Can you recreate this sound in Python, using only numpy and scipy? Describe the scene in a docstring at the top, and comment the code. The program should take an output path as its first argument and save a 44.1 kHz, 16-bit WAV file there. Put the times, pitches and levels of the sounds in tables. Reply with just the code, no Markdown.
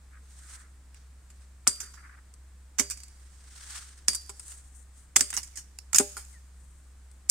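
"""Machete lopping a willow rod

A machete chops side branches off a fresh rod about once a second: runs of fibre snaps, filtered.
The man's body throws each snap back. Blade, rod and dropped sticks ring as dying modes; lesser cracks
come from twigs and tearing fibres; shaken twigs tick; sticks crush litter.
Sleeve, leaves and shoes are swelling noise; a far bird whistles, an engine drones in garden air."""
import sys
import numpy as np
from scipy import signal
from scipy.fft import rfft, irfft
from scipy.io import wavfile

SR = 44100
rng = np.random.default_rng(int(sys.argv[2]) if len(sys.argv) > 2 else 0)


def to_wav(sig):
    """Store sig (one row per channel, or 1-D mono) as 16-bit WAV at the path in sys.argv[1].

    Samples outside -1..1 are clipped; the rate is SR.
    """
    pcm = np.clip(np.atleast_2d(sig), -1, 1) * 32767
    pcm = np.round(pcm).astype(np.int16)
    wavfile.write(sys.argv[1], SR, pcm.T)  # frames by channels


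N = 322142

# Chops, a bite and then a break: break_s, fade_s, snap_db, crunch_db, thud_db, snap_left_right_db,
# snap_pitch_hz, crunch_pitch_hz, bite_lead_s, bite_snap_db, bite_crunch_db
CHOP_EVENTS = [(1.6745, 0.0044, -7.5, -27, -31, -1, 8400, 1313, .0045, -28.5, -16),
               (2.7955, 0.0072, -13.5, -24.5, -29, -7.5, 6440, 1900, 0.0061, -16.5, -29),
               (4.0827, 0.0026, -7.5, -21.5, -36, -4.5, 5325, 2100, 0.00094, -36.5, -38),
               (5.1647, 0.0029, -5, -15.5, -34.5, -4, 7400, 2150, .0028, -3.5, -12.5),
               (5.2084, 0.003, -9, -22.5, -34.5, -5.5, 7500, 1985, 0.014, -27, -37),
               (5.946, .008, -12.5, -27.5, -38, -8, 6900, 1700, .015, -20.5, -29.5),
               (5.984, .0035, -4.5, -20.5, -39.5, -1.5, 7270, 2700, .001, -28.5, -41.5),
               (7.2975, 0.0024, -6.5, -37.5, -41, -1, 8100, 2030, .004, -15.5, -31.5)]
# Spectra of a crack's three parts: freq_hz, level_db
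THUD_SPECTRUM = [(70, -48), (150, 2.5), (260, 5.5), (450, -6.5), (750, -12.5), (1100, -19), (2500, -61)]
CRUNCH_SPECTRUM = [(350, -29.5), (700, -4), (1400, -1.5), (2100, -2), (2900, -2.5), (3700, -4), (5500, -34)]
SNAP_SPECTRUM = [(2500, -38.5), (3900, -16.5), (4900, -5), (5900, -6.5), (7000, -4.5), (8000, -3.5),
                 (9200, -4), (10300, -10.5), (11800, -15.5), (13300, -18.5), (16000, -25.5)]
# Lesser cracks: twigs struck or whipping back, fibres tearing: break_s, fade_s, snap_db, crunch_db,
# snap_left_right_db, snap_pitch_hz
LESSER_CRACKS = [(0.9447, 0.0027, -46, -52.5, 0, 7850), (1.3018, 0.0076, -49.5, -58, 1, 7300),
                 (1.803, 0.012, -29.5, -43.5, -5.5, 6200), (1.938, 0.015, -48.5, -53.5, -18, 7040),
                 (2.339, 0.0039, -46, -62.5, 0, 7800), (2.7845, 0.022, -23.5, -33.5, -22, 6800),
                 (2.9, 0.0021, -25.5, -43, -8, 7400), (2.9074, 0.013, -27, -41, -2.5, 7850),
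                 (2.9732, .0054, -40.5, -56, -3, 6500), (3.003, .0026, -41, -53, -2, 7500),
                 (3.034, 0.0045, -38, -53, -1, 7620), (4.132, 0.0065, -28.5, -42, -2, 7960),
                 (4.1476, 0.0094, -23.5, -44, 0, 8660), (4.396, 0.0067, -35, -52, 4, 8650),
                 (4.4812, 0.0016, -35, -58.5, 6.5, 8750), (4.518, .007, -40.5, -49.5, -4, 8220),
                 (5.304, 0.004, -26.5, -43.5, -1.5, 8200), (5.329, 0.0019, -30, -30, -2.5, 8200),
                 (5.338, 0.019, -30, -39.5, -1.5, 8600), (5.367, .0033, -19, -35.5, -9, 6700),
                 (5.373, .012, -23, -33.5, -5, 6000), (5.4306, 0.014, -36, -52.5, -3, 7300),
                 (5.557, 0.02, -39.5, -56, -7, 7400), (5.5725, 0.02, -34, -47, -0.5, 6200),
                 (5.7873, 0.0015, -28.5, -40, -1.5, 5200), (5.9581, 0.013, -15, -31, -3, 7400),
                 (7.114, 0.0021, -47, -74, 9.5, 8470)]
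# Sticks landing in leaf litter: start_s, ring_db, ring_tilt_db_per_octave, litter_db, litter_fade_s
STICK_LANDINGS = [(1.83, -61, -8, -41, .018), (4.294, -50.5, 4.5, -34, 0.0086),
                  (5.998, -26, 0.5, -21, 0.01), (6.168, -57, 14.5, -36, 0.027)]
# Loose stick modes: freq_hz, relative_db, t60_s
STICK_MODES = [(202, -31.5, .14), (402, 3, .11), (590, -18, .2), (807, -12, .19), (1023, -8, .06),
               (1254, -5, .05), (1405, -4, .055)]
# Low hollow knocks of rod and landing stick: start_s, level_db, tilt_db_per_octave
LOW_KNOCKS = [(1.672, -45.5, 7.5), (2.796, -30.5, 0.5), (4.083, -48.5, 8.5), (5.163, -39, 6),
              (5.209, -35.5, -2), (6.0, -27.5, 5)]
# Low knock modes: freq_hz, relative_db, t60_s
LOW_KNOCK_MODES = [(180, -17.5, 0.22), (247, -4.5, 0.056), (267, -0.5, 0.082), (404, -9.5, 0.22),
                   (591, -17, 0.26), (745, -19.5, .06)]
# Blows that ring the blade: start_s, level_db, t60_factor, favoured_hz
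BLADE_BLOWS = [(1.672, -31, 1.2, 7560), (2.797, -35.5, 1.1, 6800), (2.908, -55, 1.12, 4750),
               (4.083, -33, .9, 5030), (4.083, -23, 0.42, 10970), (5.16, -31.5, 0.27, 7750),
               (5.21, -35, 1.0, 8440), (5.983, -42.5, 1, 7510), (7.298, -25, 0.88, 8530)]
# Blade modes, the lowest pair beating: freq_hz, relative_db, t60_s before each blow's factor
BLADE_MODES = [(4742, -3.5, .5), (4749.5, -10, .5), (4800, -2, .22), (6218, -6, .14), (6870, -5, .14),
               (7510, -2, .15), (7840, -6, .1), (8134, -1, .2), (8825, -3, .22), (9162, -4, .1),
               (10200, -10, .16), (10770, -12, .12)]
# Spectrum of small twigs ticking together: freq_hz, level_db
TICK_SPECTRUM = [(1000, -29), (2500, -15), (5000, -10.5), (7000, -8), (8400, -4), (9400, -4),
                 (11000, -12.5), (16000, -25.5)]
# Sleeve and leaf swells: peak_s, rise_s, fall_s, hiss_db, brush_db, left_right_db
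RUSTLE_SWELLS = [(0.34, 0.057, 0.027, -56, -59.5, -1), (0.552, 0.12, 0.047, -47.5, -53, -2),
                 (0.972, 0.025, 0.055, -68, -60.5, -2), (1.419, 0.14, .05, -66, -67.5, -1),
                 (3.23, 0.17, 0.37, -61.5, -64.5, -3), (3.76, 0.16, 0.11, -44.5, -46, -0.5),
                 (4.52, 0.12, 0.088, -47, -57.5, 1), (4.77, 0.047, 0.051, -53, -73.5, 8),
                 (5.0, 0.047, 0.055, -57, -66.5, 3), (6.32, 0.047, 0.056, -58, -66, 7.5),
                 (6.68, 0.24, .25, -65, -91.5, 8), (7.12, 0.04, 0.13, -68, -87, 14)]
# Rustle spectra, fine and coarse: freq_hz, relative_db
HISS_SPECTRUM = [(4000, -37.5), (6300, -7), (7600, -1.5), (8700, 1.5), (9600, -7.5), (11000, -16),
                 (15500, -28.5)]
BRUSH_SPECTRUM = [(200, -48.5), (800, -8.5), (1600, 2), (2500, -5.5), (3800, -3), (5300, -0.5),
                  (6600, -0.5), (8500, -42), (14000, -23.5)]
# Shoes on damp soil: start_s, length_s, level_db
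SHOE_SCUFFS = [(0.106, 0.097, -58.5), (0.387, 0.33, -59.5), (1.756, 0.18, -57.5), (1.959, 0.065, -54.5),
               (2.018, 0.073, -50.5), (2.09, 0.016, -51.5), (2.099, 0.067, -54.5), (2.167, 0.039, -56)]
# Scuff spectrum: freq_hz, relative_db
SCUFF_SPECTRUM = [(400, -49), (900, -10), (1300, 9), (1750, 6.5), (2300, -1), (3500, -28), (7000, -48)]
# Far bird's falling notes: start_s, length_s, start_hz, end_hz, level_db
BIRD_NOTES = [(5.515, 0.08, 2800, 1862, -63.5), (6.325, 0.07, 2270, 1780, -59)]
# Garden echo decay: freq_hz, t60_s
ECHO_DECAY = [(200, 0.14), (600, 0.31), (1500, 1), (4000, 1), (8000, 0.77), (14000, 0.95)]
# Garden air spectrum: freq_hz, relative_db_per_hz
AIR_SPECTRUM = [(82, -29), (140, 0.6), (234, -5), (309, -6), (362, -9), (593, -12), (1660, -10),
                (2880, -18), (6120, -17), (7910, -11), (8900, -13), (10900, -24), (14900, -28),
                (15800, -32)]
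# Distant engine tones: freq_hz, rms_db before waver, waver_share
ENGINE_TONES = [(65, -51.5, 0.1), (162, -81, 0.72)]
# Treble colour of the two microphone ports: freq_hz, left_right_db
PORT_BALANCE = [(200, 13.5), (600, -7.5), (1500, -8.5), (2400, -4.5), (3300, 9), (4300, 1.5), (5600, -10),
                (6800, -4.5), (7900, 0), (8700, 12.5), (9700, 3.5), (11000, -1.5), (14500, -10)]
# Left-right likeness of steady noise: freq_hz, likeness_0_to_1
NOISE_LIKENESS = [(60, .96), (250, .85), (1000, .6), (3000, .35), (9000, .2)]

LEAD_SAMPLES = 200  # start of a crack to its break
BITE_SHARE = 0.29  # bite fade time / bite lead
BODY_ECHO_DELAY_S, BODY_ECHO_FADE_S = 0.0042, 0.02
BODY_ECHO_DB, BODY_ECHO_PAN_DB = -18, 9.5  # level against the snap; left-right
TWIG_CRUNCH_HZ, TWIG_THUD_DB = 1775, -16  # thud against crunch
STRAY_FROM_S, STRAY_TO_S = 0.033, 0.33
STRAY_MEAN_DB, STRAY_FADE_S = -44.5, 0.0025


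def chops(bite_thud_db=-22, echo_crunch_db=-15, echo_thud_db=-24):
    """The edge bites, the branch snaps; the man's body throws the snap back from the left a moment later."""
    out = np.zeros((2, N))
    for (s, fade_s, snap_db, crunch_db, thud_db, pan_db, snap_hz, crunch_hz,
         lead_s, bite_snap_db, bite_crunch_db) in CHOP_EVENTS:
        start_s = s - LEAD_SAMPLES / SR
        bite = crack(BITE_SHARE * lead_s, bite_snap_db, bite_crunch_db, bite_crunch_db + bite_thud_db,
                     pan_db, snap_hz, crunch_hz)
        add(out, start_s - lead_s, bite)
        add(out, start_s, crack(fade_s, snap_db, crunch_db, thud_db, pan_db, snap_hz, crunch_hz))
        echo_db = snap_db + BODY_ECHO_DB
        body_echo = crack(BODY_ECHO_FADE_S, echo_db, echo_db + echo_crunch_db, echo_db + echo_thud_db,
                          BODY_ECHO_PAN_DB, snap_hz, crunch_hz)
        add(out, start_s + BODY_ECHO_DELAY_S, body_echo)
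    return out


def crack(fade_s, snap_db, crunch_db, thud_db, pan_db, snap_hz, crunch_hz, peak_db=7, peak_octaves=0.23,
          crunch_peak_db=8, crunch_octaves=0.76, ripple_db=4):
    """Low thud, woody crunch and bright snap, each a fibre run through its own spectrum."""
    hz = abs(np.fft.fftfreq(2048, 1 / SR))
    fade_s = max(fade_s, 0.001)
    resonances = ripple_db * ripple(hz, spacing_hz=222.5)
    snap_peak = peak_db * bump(hz, snap_hz, peak_octaves)
    crunch_peak = crunch_peak_db * bump(hz, crunch_hz, crunch_octaves)
    thud = causal(read(THUD_SPECTRUM, hz), hz)
    snap = causal(read(SNAP_SPECTRUM, hz) + snap_peak + resonances, hz)
    crunch = causal(read(CRUNCH_SPECTRUM, hz) + crunch_peak + resonances, hz)
    thud_run = fibres(fade_s, per_s=4300, apart=0.043, linger_db=-25.0, linger_s=0.045)
    crunch_run = fibres(fade_s, per_s=5000, apart=1.0, linger_db=-25.0, linger_s=0.01)
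    snap_run = fibres(fade_s, per_s=7500, apart=1.6, linger_db=-26.5, linger_s=0.025)
    parts = [(thud, thud_db, thud_run, -1.5),
             (crunch, crunch_db, crunch_run, -2.5),
             (snap, snap_db, snap_run, pan_db)]
    out = 0
    for colour, db, run, balance_db in parts:
        burst = signal.fftconvolve(run, colour, axes=1)
        burst /= np.linalg.norm(burst, axis=1, keepdims=True)
        # energy grows with fade time
        out = out + amp(db) * sides(balance_db) * burst * np.sqrt(fade_s * SR / 2)
    return out


def fibres(fade_s, per_s, apart, linger_db, linger_s, lead_fade_s=0.0095, size=4096):
    """Sparse fibre snaps around a break, dying away after it; each port hears some of its own."""
    t = (np.arange(size) - LEAD_SAMPLES) / SR
    snaps = rng.standard_normal((3, size)) * (rng.random((3, size)) < per_s / SR)
    snaps[0, LEAD_SAMPLES] += 1.4  # the break
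    before = 0.035 * np.exp(-abs(t) / lead_fade_s)
    dying = np.exp(-abs(t) / fade_s) + amp(linger_db) * np.exp(-abs(t) / linger_s)
    return (snaps[0] + apart * snaps[1:]) * np.where(t < 0, before, dying)


def ripple(hz, spacing_hz):
    """Random peaks and dips along frequency: each piece of wood has its own close resonances."""
    knots_hz = np.arange(0, SR, spacing_hz)
    return np.interp(hz, knots_hz, rng.standard_normal(len(knots_hz)))


def twigs(stray_hz=7800, stray_crunch_db=-15, spread_db=3, pan_spread_db=4, count=2):
    """Lesser cracks of twigs and tearing fibres; stray bits tick down at random after each chop."""
    out = np.zeros((2, N))
    for s, fade_s, snap_db, crunch_db, pan_db, snap_hz in LESSER_CRACKS:
        lesser = crack(fade_s, snap_db, crunch_db, crunch_db + TWIG_THUD_DB, pan_db, snap_hz, TWIG_CRUNCH_HZ)
        add(out, s - LEAD_SAMPLES / SR, lesser)
    for s, *_ in CHOP_EVENTS:
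        for when, size, side in rng.uniform(-1, 1, (count, 3)):
            delay_s = np.interp(when, [-1, 1], [STRAY_FROM_S, STRAY_TO_S])
            snap_db = STRAY_MEAN_DB + spread_db * size
            crunch_db = snap_db + stray_crunch_db
            stray = crack(STRAY_FADE_S, snap_db, crunch_db, crunch_db + TWIG_THUD_DB,
                          pan_spread_db * side, stray_hz, TWIG_CRUNCH_HZ)
            add(out, s + delay_s, stray)
    return out


def litter(crunch_db=-10, thud_db=-3.5, pan_db=-2.0, snap_hz=8200, crunch_hz=1150):
    """A falling stick thuds on the soil and crushes dry leaves."""
    out = np.zeros((2, N))
    for s, ring_db, _, leaves_db, fade_s in STICK_LANDINGS:
        crush = crack(fade_s, leaves_db, leaves_db + crunch_db, ring_db + thud_db, pan_db, snap_hz, crunch_hz)
        add(out, s - LEAD_SAMPLES / SR, crush)
    return out


def wood():
    """Hollow knocks of rod and landing sticks: dying modes."""
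    out = np.zeros((2, N))
    for hits, modes in ((LOW_KNOCKS, LOW_KNOCK_MODES), (STICK_LANDINGS, STICK_MODES)):
        for s, db, tilt_db, *_ in hits:
            add(out, s, amp(db) * ring(modes, spread=0.16, tilt_db=tilt_db))
    return out * sides(-1.6)


def blade(favour_db=8, favour_octaves=0.17):
    """Steel sings on after each blow; the point of contact decides which modes stand out."""
    out = np.zeros((2, N))
    for s, db, stretch, favoured_hz in BLADE_BLOWS:
        modes = []
        for hz, mode_db, t60_s in BLADE_MODES:
            favour = bump(hz, favoured_hz, favour_octaves) - 0.5
            modes.append((hz, mode_db + favour_db * favour, t60_s))
        add(out, s, amp(db) * ring(modes, spread=1.0, stretch=stretch))
    return out * sides(-2.5)


def ring(modes, spread, stretch=1, tilt_db=0):
    """Exponentially dying modes, each reaching the two ports with a phase difference."""
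    t = np.arange(SR * 3 // 4) / SR
    out = np.zeros((2, len(t)))
    for hz, db, t60_s in modes:
        phase = spread * rng.uniform(-np.pi, np.pi, (2, 1))
        level_db = db + tilt_db * np.log2(hz / modes[1][0])  # tilt pivots on the second mode
        decay = np.exp(-np.log(1000) * t / (t60_s * stretch))
        out += amp(level_db) * decay * np.sin(2 * np.pi * hz * t + phase)
    return out * (1 - np.exp(-t / 0.00032))  # soft onset


def shaken_twigs(blows, level_db=-27, settle_s=0.13, per_s=450, spread_db=4):
    """Each blow shakes twigs and leaves, which tick against each other as they settle."""
    keep = np.exp(-2 / (settle_s * SR))
    power = np.mean(blows ** 2, 0)
    shake = np.sqrt(signal.lfilter([1 - keep], [1, -keep], power))
    struck = rng.random(N) < per_s / SR
    tick_sizes = amp(spread_db * rng.standard_normal(N).clip(-2, 2))
    ticks = rng.standard_normal((2, N)) * struck * tick_sizes
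    hz = abs(np.fft.fftfreq(2048, 1 / SR))
    coloured = signal.oaconvolve(ticks, causal(read(TICK_SPECTRUM, hz), hz), axes=1)[:, :N]
    return amp(level_db) * shake * unit(coloured)


def rustle(grain_db=1.0, stroke_db=2.03, catch_db=1.0, catch_hz=110):
    """Cloth and leaves rub: a fine uneven hiss, and a coarser brush that catches and slips."""
    t = np.arange(N) / SR
    hiss, brush = np.zeros((2, 2, N))
    for s, rise_s, fall_s, hiss_db, brush_db, pan_db in RUSTLE_SWELLS:
        swell = sides(pan_db) * np.exp(-abs(t - s) / np.where(t < s, rise_s, fall_s))
        hiss = np.maximum(hiss, amp(hiss_db) * swell)
        brush = np.maximum(brush, amp(brush_db) * swell)
    grain = unit(amp(grain_db * wander(hz=513) + stroke_db * wander(hz=35.6)))
    catching = unit(amp(catch_db * wander(hz=catch_hz)))
    return grain * (hiss * noise(HISS_SPECTRUM) + catching * brush * noise(BRUSH_SPECTRUM))


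def scuffs(grain_db=1.5):
    """Shoes grind damp soil: soft gritty noise swells."""
    level = np.zeros((2, N))
    for s, length_s, db in SHOE_SCUFFS:
        add(level, s, amp(db) * np.sqrt(np.hanning(int(length_s * SR)).clip(0)))
    return level * unit(noise(SCUFF_SPECTRUM) * amp(grain_db * wander(hz=92)))


def bird():
    """Short whistles: sines whose pitch falls steeply, then levels off."""
    out = np.zeros((2, N))
    for s, length_s, start_hz, end_hz, db in BIRD_NOTES:
        u = np.linspace(0, 1, int(length_s * SR))
        hz = end_hz + (start_hz - end_hz) * (1 - u) ** 2.1
        add(out, s, amp(db) * np.sin(np.pi * u) * np.sin(2 * np.pi * np.cumsum(hz) / SR))
    return out


def garden(x, wet_db=-21, build_s=0.0053):
    """Ground, hut and trees scatter a faint tail of random echoes, different at each port."""
    taps = rng.standard_normal((2, SR)) * (rng.random((2, SR)) < 4000 / SR)
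    hz, t, z = signal.stft(taps, SR, nperseg=256)
    decay = np.exp(-np.log(1000) * t / read(ECHO_DECAY, hz)[:, None])
    build = 1 - np.exp(-t / build_s)
    tail = signal.istft(z * decay * build, SR, nperseg=256)[1]
    return amp(wet_db) * signal.fftconvolve(x, tail / np.linalg.norm(tail[0]), axes=1)[:, :N]


def background(air_db=-64, rumble_db=-62):
    """Still air and low rumble as shaped noise; a far engine as wavering sines."""
    t = np.arange(N) / SR
    rumble = noise([(8, -8.5), (30, -4.5), (60, -0.5), (100, -11.0), (170, -28.5), (500, -66.5), (2000, -100)])
    drone = 0
    for hz, db, waver in ENGINE_TONES:
        level = amp(db) * np.sqrt(2) * (1 + waver * wander(hz=3.3))
        drone = drone + level * np.sin(2 * np.pi * hz * t + 0.5 * wander(hz=0.5))
    return amp(air_db) * noise(AIR_SPECTRUM) + amp(rumble_db) * rumble + drone


def noise(points):
    """Steady stereo noise of a given spectrum and rms 1, nearly mono in the bass."""
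    hz = np.fft.rfftfreq(N, 1 / SR)
    a, b = rfft(rng.standard_normal((2, N)))
    same = read(NOISE_LIKENESS, hz)
    pair = np.array([a, same * a + np.sqrt(1 - same ** 2) * b])
    return unit(irfft(pair * amp(read(points, hz)), N))


def wander(hz):
    """A random curve of rms 1, rolled off above hz."""
    f = np.fft.rfftfreq(N, 1 / SR)
    return unit(irfft(rfft(rng.standard_normal(N)) / (1 + (f / hz) ** 4), N))


def causal(db, hz):
    """Minimum-phase stereo impulse response of a spectrum heard through the two ports."""
    log_gain = np.log(amp(db) * sides(read(PORT_BALANCE, hz)))
    return np.fft.ifft(np.exp(np.conj(signal.hilbert(log_gain)))).real[:, :len(hz) // 2]


def bump(hz, centre_hz, octaves):
    """A bell of height 1 around a frequency."""
    return np.exp(-0.5 * (np.log2((hz + 1) / centre_hz) / octaves) ** 2)


def read(points, hz):
    """Reads a spectrum table on a log-frequency axis."""
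    f, value = np.transpose(points)
    return np.interp(np.log(hz + 1), np.log(f + 1), value)


def sides(db):
    """Left and right gains of equal total power for a left-right difference."""
    gains = np.array([amp(db / 2), amp(-db / 2)]).reshape(2, -1)
    return gains / np.sqrt(np.mean(gains ** 2, 0))


def add(mix, s, sound):
    """Adds a sound to the stereo mix at time s."""
    part = mix[:, max(round(s * SR), 0):][:, :sound.shape[-1]]
    part += sound[..., :part.shape[1]]


def amp(db):
    """Decibels to amplitude."""
    return 10 ** (np.asarray(db) / 20)


def unit(x):
    """Scales to rms 1."""
    return x / np.sqrt(np.mean(x ** 2) + 1e-20)


def scene():
    """Blows, rings and small sounds close by, their faint echo, rustle, and the garden behind."""
    blows = chops() + twigs() + litter()
    low_cut = signal.butter(4, 140, "high", fs=SR, output="sos")  # the close sounds carry no deep bass
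    woody = signal.sosfilt(low_cut, blows + wood())
    near = woody + blade() + shaken_twigs(blows) + scuffs() + bird()
    return near + garden(near) + rustle() + background()


def record(dry, edge_hz=15950):
    """Hard limit near full scale, then a steep low-pass."""
    low_pass = signal.firwin(401, edge_hz, window=("kaiser", 9), fs=SR)
    return signal.oaconvolve(np.clip(dry, -0.95, 0.95), low_pass[None], "same")


dry = scene()
out = record(dry)
to_wav(out)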